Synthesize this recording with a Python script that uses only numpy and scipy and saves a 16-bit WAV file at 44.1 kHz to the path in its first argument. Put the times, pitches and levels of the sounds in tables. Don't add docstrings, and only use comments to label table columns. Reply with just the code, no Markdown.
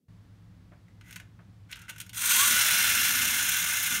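import sys
import numpy as np
from scipy import signal
from scipy.fft import rfft, irfft
from scipy.io import wavfile

SR = 44100
rng = np.random.default_rng(int(sys.argv[2]) if len(sys.argv) > 2 else 0)


def master(y):
    cut = np.clip(np.atleast_2d(y).T, -1, 1)
    pcm = np.round(cut * 32767)
    wavfile.write(sys.argv[1], SR, pcm.astype(np.int16))


N = 176400
T = np.arange(N) / SR

# time in seconds, rate in teeth meshing per second.
MESH_RATE = [(2.13, 76), (2.16, 163), (2.245, 486), (2.38, 1050), (2.46, 1200), (2.55, 1230), (3.2, 946),
             (4.0, 670)]
# time in seconds, level in dB.
GEAR_DRIVE = [(2.13, -43), (2.134, -46), (2.176, -32.5), (2.3, -21), (2.426, -20.5), (2.51, -22),
              (3.776, -27.5), (3.962, -28), (4.0, -33.5)]
# time in seconds, change in dB.
JOLTS = [(2.28, -3), (2.325, -4), (2.545, -1), (2.642, -2), (2.665, 0), (2.72, 1), (2.889, 1.5),
         (3.022, -3), (3.129, -5.5), (3.215, 2.5), (3.385, 3.5), (3.485, 4.5), (3.605, 0.5), (3.654, -4.5),
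         (3.681, 2), (3.755, -1.5), (3.855, 1), (3.9, -0.5), (3.965, 1)]
# frequency in Hz, relative dB per Hz.
HELD_COLOUR = [(260, -72), (450, -26.5), (624, -15.5), (723, -19.5), (852, -14.5), (945, -6), (1160, -5),
               (1270, -5), (1470, 5.5), (1840, -3.5), (1930, 0), (2230, -1), (2370, 0), (2750, 1.5),
               (2960, -2), (3240, 3.5), (4980, -6.5), (5600, -5), (6040, 4), (7430, -0.5), (9560, 3.5),
               (10600, -7.5), (11600, -1), (13300, -1.5), (15600, -5.5)]
FREE_COLOUR = [(260, -52), (450, -34), (642, -16), (723, -25), (931, -11.5), (1050, -15), (1290, -8),
               (1370, -1), (1500, 2), (1900, -6), (2110, -1), (2300, -3.5), (2670, -2.5), (3240, -4.5),
               (3490, -2.5), (3700, -7), (3980, -4), (4490, -12.5), (5860, -3.5), (6900, -5), (7650, -10.5),
               (9420, -4.5), (10300, -10), (12700, -7.5), (15600, -10.5)]
AWAY_COLOUR = [(260, -60), (450, -44), (633, -17.5), (779, -22.5), (959, -12.5), (1050, -20), (1180, -10),
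               (1310, -9), (1520, 2.5), (1640, -3.5), (1760, -0.5), (1900, -12), (2110, 1.5), (2270, -4.5),
               (2750, -2), (3190, -5), (3490, -3.5), (4620, -15.5), (5860, -5), (6800, -2), (7770, -11.5),
               (9560, -4.5), (10500, -12.5), (11400, -8), (15600, -10.5)]
# frequency in Hz, width in Hz, lift in dB.
TIN_MODES = [(1180, 13, 5.5), (1457, 33, 3), (1742, 20, 5), (2080, 50, 3.5), (2750, 36, 5), (3040, 9.9, 2),
             (3450, 30, 3), (4150, 52, 4), (5324, 120, 3.5), (5930, 95, 1), (8460, 104, 4),
             (9600, 115, 3.5), (11290, 145, 4.5), (12900, 230, 1.5)]
CONTACT_EDGES_HZ = [1300, 1900, 2500, 3200, 4600, 6500, 8000, 10500, 12300]
# start in seconds, level in dB before CLICK_DB,
# treble in dB relative to the low part.
CLICKS = [(1.0108, -36, -26), (1.0824, -53, 10), (1.1087, -36, 5), (1.127, -33.5, 3.5), (1.1594, -28, 6),
          (1.1654, -34, -9), (1.1994, -30.5, -10), (1.707, -37, -10), (1.7141, -36.5, 9.5),
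          (1.725, -25.5, -8), (1.7572, -30.5, -4), (1.7674, -36, 0), (1.7914, -47, 12),
          (1.8172, -37.5, 5.5), (1.882, -31.5, -14), (1.8882, -30, -7), (1.8928, -26.5, 0),
          (1.8969, -28, 7.5), (1.9072, -30.5, -1), (1.9609, -34, -3), (1.9819, -35.5, 10),
          (2.0017, -32, 14), (2.0132, -34, 12), (2.064, -41, 8), (2.0934, -39.5, 11), (2.1316, -33.5, 5),
          (2.1453, -36.5, 13.5)]
# frequency in Hz, relative dB per Hz.
CLICK_COLOUR = [(410, -50), (700, -27), (818, -52), (908, -6), (1070, -20), (1530, 4.5), (1740, -7.5),
                (2030, -1), (2310, -3), (2740, -2), (4780, -15.5), (6530, -7.5), (7740, -14.5), (9280, -10),
                (10600, -16), (12800, -13), (15600, -19.5)]
# start in seconds, length in seconds,
# level in dB before ring and colour, treble in dB relative to the low part, favoured ring in Hz.
SCUFFS = [(1.028, 0.17, -57, -2.5, 2000), (1.686, 0.061, -53.5, -13, 2250), (1.73, 0.16, -55.5, -16, 1350),
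          (1.86, 0.21, -60, -6, 2620)]
# start in seconds, frequency in Hz, level in dB.
KNOCKS = [(0.883, 2000, -63.5), (1.161, 2000, -43.5), (1.2, 2030, -48), (1.728, 2870, -36),
          (1.892, 2820, -43), (2.003, 3300, -38), (2.093, 3300, -41)]
# time in seconds, level in dB.
ROLL_LEVEL = [(2.13, -74), (2.3, -56.5), (2.45, -50), (2.53, -44), (2.6, -59), (2.9, -48.5), (3.3, -48.5),
              (3.5, -54.5), (3.88, -57.5), (3.935, -42), (4.0, -55)]
# frequency in Hz, relative dB per Hz.
ROLL_COLOUR = [(45, -29), (72, 7), (110, -11.5), (160, 1), (245, -1.5), (340, -7.5), (480, -16),
               (900, -33.5)]
# start in seconds, level in dB.
BUMPS = [(.719, -53.5), (.733, -60), (1.2, -61), (1.391, -52), (1.893, -55), (2.002, -62), (2.565, -51),
         (2.725, -45)]
# frequency in Hz, relative dB per Hz.
BUMP_COLOUR = [(60, -15), (170, 10), (400, -4), (630, 4), (900, -7.5), (1450, 0), (2800, -15), (6000, -44)]
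# frequency in Hz, relative dB per Hz.
AIR_COLOUR = [(26, -39), (45, -6.5), (75, -9), (91, -6), (111, -1.5), (135, -14.5), (173, -3), (205, -15.5),
              (311, -20.5), (369, -29), (617, -31), (1060, -33), (1140, -33), (2050, -36), (2610, -40),
              (3420, -40), (4260, -42), (15600, -57)]

GEAR_DB, SHELL_DB, TEETH_PER_TURN = 0.5, -1.69, 27
TOOTH_SPREAD_DB, TOOTH_JITTER_S = 3.5, .00017
BACKLASH_PERIODS = .3
GRIT_PER_S, GRIT_DB, GRIT_SPREAD_DB = 3000, 3.5, 2
WOBBLE_DB, FLUTTER_DB, FLUTTER_HZ = 0.5, 1.04, 32.4
HELD_SHAKE = 0.27
JOLT_S = 0.0051
CONTACT_DB, CONTACT_HZ = 1.97, 22
RELEASE_S, RELEASE_FADE_S = 2.516, 0.1
DEPART_S, DEPART_FADE_S = 3.3, .5
HAND_NOTCH_HZ, HAND_NOTCH_WIDTH_HZ, HAND_NOTCH_DEPTH = 10520, 350, .85
WHINE_DB, WHINE_S, WHINE_WIDTH_S, WHINE_WAVER = -28, 2.425, 0.023, 0.0046
SQUEAL_HZ, SQUEAL_WIDTH_HZ, SQUEAL_DB, SQUEAL_S, SQUEAL_SPAN_S = 12950, 400, -36, 3.055, 0.12
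CLICK_DB, CLICK_DECAY_S, TREBLE_HZ = -11.5, 0.0063, 4870
SCUFF_RING_DB, SCUFF_RING_WIDTH_HZ = 8, 87
KNOCK_WIDTH_HZ, KNOCK_DECAY_S = 560, 0.0064
BUMP_DECAY_S = 0.018
ROOM_T60_S, ROOM_DB, ROOM_GAP_S, ROOM_STEP_S, ROOM_DULL_HZ = 0.24, -12.5, .006, .25, 6000
AIR_DB, AIR_START_S = -54.5, .083
HUM_HZ, HUM_DB, HUM_WAVER, HUM_WAVER_HZ = 104.4, -57, 0.04, 6
LOW_CUT_HZ, CUTOFF_HZ = 27.4, 15720


def from_db(db):
    return 10 ** (np.asarray(db) / 20)


def rms_one(x):
    return x / np.sqrt(np.mean(x ** 2) + 1e-20)


def in_time(rows):
    return np.interp(T, *np.transpose(rows))


def fade(at_s, length_s):
    return .5 + .5 * np.tanh(2 * (T - at_s) / length_s)


def bell(at_s, width_s):
    return np.exp(-.5 * ((T - at_s) / width_s) ** 2)


def lowpass(x, hz):
    return signal.sosfilt(signal.butter(1, hz, fs=SR, output="sos"), x)


def resonate(x, hz, width_hz):
    r = np.exp(-np.pi * width_hz / SR)
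    zeros = np.array([1, 0, -1]) * (1 - r * r) / 2
    poles = [1, -2 * r * np.cos(2 * np.pi * hz / SR), r * r]
    return signal.lfilter(zeros, poles, x + 1e-18)


def flutter(hz):
    band = signal.butter(2, [hz / 2, hz * 2], "band", fs=SR, output="sos")
    return rms_one(signal.sosfilt(band, rng.standard_normal(N)))


def coloured(x, spectrum):
    size = 2 * N
    hz, db = np.transpose(spectrum)
    f = np.maximum(np.arange(N + 1) * SR / size, 1)
    gain = from_db(np.interp(np.log(f), np.log(hz), db))
    gain = rms_one(gain * np.minimum(f / hz[0], 1) ** 2)
    cepstrum = irfft(np.log(gain))
    cepstrum[1:N] *= 2
    cepstrum[N + 1:] = 0
    return irfft(rfft(x, size) * np.exp(rfft(cepstrum)))[:N]


def grit():
    born = rng.random(N) < GRIT_PER_S / SR
    strength = from_db(GRIT_SPREAD_DB * rng.standard_normal(N))
    return rms_one(born * rng.choice([-1, 1], N) * strength)


def blows(rows, decay_s):
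    power = np.zeros(N)
    for s, db in rows:
        power[int(s * SR)] += from_db(db) ** 2
    return np.sqrt(signal.lfilter([1], [1, -np.exp(-2 / (decay_s * SR))], power + 1e-22))


def gears():
    rate, running = in_time(MESH_RATE), T > MESH_RATE[0][0]
    free, away = fade(RELEASE_S, RELEASE_FADE_S), fade(DEPART_S, DEPART_FADE_S)
    teeth = np.cumsum(rate * running) / SR
    at = np.flatnonzero(np.diff(np.floor(teeth)))

    late_s = rng.standard_normal(len(at)) * (TOOTH_JITTER_S + BACKLASH_PERIODS * free[at] / rate[at])
    strength = from_db(TOOTH_SPREAD_DB * rng.standard_normal(len(at)))
    struck = np.clip(at + (late_s * SR).astype(int), 0, N - 1)
    impacts = np.zeros(N)
    impacts[struck] = strength * np.sqrt(SR / rate[at])
    force = (impacts + from_db(GRIT_DB) * grit()) * running

    wobble_db = WOBBLE_DB * np.sin(2 * np.pi * teeth / TEETH_PER_TURN)
    shake_db = wobble_db + FLUTTER_DB * flutter(FLUTTER_HZ)
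    shake_db = shake_db * (HELD_SHAKE + (1 - HELD_SHAKE) * free)
    jolt_db = sum(db * np.exp(-((T - s) / JOLT_S) ** 2) for s, db in JOLTS)
    level_db = in_time(GEAR_DRIVE) + GEAR_DB + shake_db + jolt_db
    force = shifting(force / np.std(force[running])) * from_db(level_db)

    held = coloured(force, HELD_COLOUR)
    held -= HAND_NOTCH_DEPTH * resonate(held, HAND_NOTCH_HZ, HAND_NOTCH_WIDTH_HZ)
    let_go = (1 - away) * coloured(force, FREE_COLOUR) + away * coloured(force, AWAY_COLOUR)
    shell = (1 - free) * held + free * let_go
    return from_db(SHELL_DB) * tin(inside(shell))


def shifting(x):
    lows = [signal.sosfiltfilt(signal.butter(2, hz, fs=SR, output="sos"), x) for hz in CONTACT_EDGES_HZ]
    bands = np.diff([0 * x, *lows, x], axis=0)
    return sum(band * from_db(CONTACT_DB * flutter(CONTACT_HZ)) for band in bands)


def inside(x, decay_s=0.0026):
    for lag in (np.array([.0007, .0011, .0019]) * SR).astype(int):
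        g = np.exp(-lag / SR / decay_s)
        x = signal.lfilter(np.r_[-g, np.zeros(lag), 1], np.r_[1, np.zeros(lag), -g], x)
    return x


def tin(x):
    for hz, width_hz, lift_db in TIN_MODES:
        x = x + (from_db(lift_db) - 1) * resonate(x, hz, width_hz)
    return x


def whine():
    hz = in_time(MESH_RATE) * (1 + WHINE_WAVER * flutter(FLUTTER_HZ))
    tone = np.sin(2 * np.pi * np.cumsum(hz) / SR)
    return from_db(WHINE_DB) * bell(WHINE_S, WHINE_WIDTH_S) * tone


def squeal():
    ring = resonate(grit(), SQUEAL_HZ, SQUEAL_WIDTH_HZ)
    ring = rms_one(resonate(ring, SQUEAL_HZ, SQUEAL_WIDTH_HZ))
    level = from_db(SQUEAL_DB + FLUTTER_DB * flutter(FLUTTER_HZ))
    return ring * level * bell(SQUEAL_S, SQUEAL_SPAN_S)


def handling():
    noise = rng.standard_normal(N)
    low = lowpass(noise, TREBLE_HZ)
    force = low * blows([(s, db) for s, db, treble_db in CLICKS], CLICK_DECAY_S)
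    force += (noise - low) * blows([(s, db + treble_db) for s, db, treble_db in CLICKS], CLICK_DECAY_S)
    force *= from_db(CLICK_DB)

    scrape = grit()
    dull = lowpass(scrape, TREBLE_HZ)
    for s, length_s, db, treble_db, hz in SCUFFS:
        swell = np.sin(np.pi * np.clip((T - s) / length_s, 0, 1))
        rub = (dull + from_db(treble_db) * (scrape - dull)) * from_db(db) * swell
        force += rub + from_db(SCUFF_RING_DB) * resonate(rub, hz, SCUFF_RING_WIDTH_HZ)

    knocks = np.zeros(N)
    for s, hz, db in KNOCKS:
        panel = rms_one(resonate(scrape, hz, KNOCK_WIDTH_HZ))
        knocks += panel * blows([(s, db)], KNOCK_DECAY_S)
    return tin(coloured(force, CLICK_COLOUR)) + knocks


def wheels():
    roll = from_db(in_time(ROLL_LEVEL)) * coloured(rng.standard_normal(N), ROLL_COLOUR)
    bumps = coloured(blows(BUMPS, BUMP_DECAY_S) * rng.standard_normal(N), BUMP_COLOUR)
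    return roll + bumps


def room(x):
    t, out = T[:SR // 2], np.zeros(N)
    for place_s in np.arange(0, T[-1] + ROOM_STEP_S, ROOM_STEP_S):
        tail = lowpass(rng.standard_normal(len(t)), ROOM_DULL_HZ)
        tail = tail * from_db(-60 * t / ROOM_T60_S) * (t > ROOM_GAP_S)
        near = np.sqrt(np.maximum(1 - np.abs(T - place_s) / ROOM_STEP_S, 0))
        out += signal.fftconvolve(x * near, tail / np.linalg.norm(tail))[:N]
    return from_db(ROOM_DB) * out


def background():
    hz = HUM_HZ * (1 + HUM_WAVER * flutter(HUM_WAVER_HZ))
    hum = np.sqrt(2) * np.sin(2 * np.pi * np.cumsum(hz) / SR)
    air = coloured(rng.standard_normal(N), AIR_COLOUR)
    return (from_db(AIR_DB) * air + from_db(HUM_DB) * hum) * (T > AIR_START_S)


def scene():
    toy = gears() + whine() + squeal() + handling() + wheels()
    return np.tile(toy + room(toy) + background(), (2, 1))


def record(dry):
    dry = signal.sosfilt(signal.butter(4, LOW_CUT_HZ, "high", fs=SR, output="sos"), dry)
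    return signal.sosfilt(signal.ellip(12, .1, 80, CUTOFF_HZ, fs=SR, output="sos"), dry)


dry = scene()
out = record(dry)
master(out)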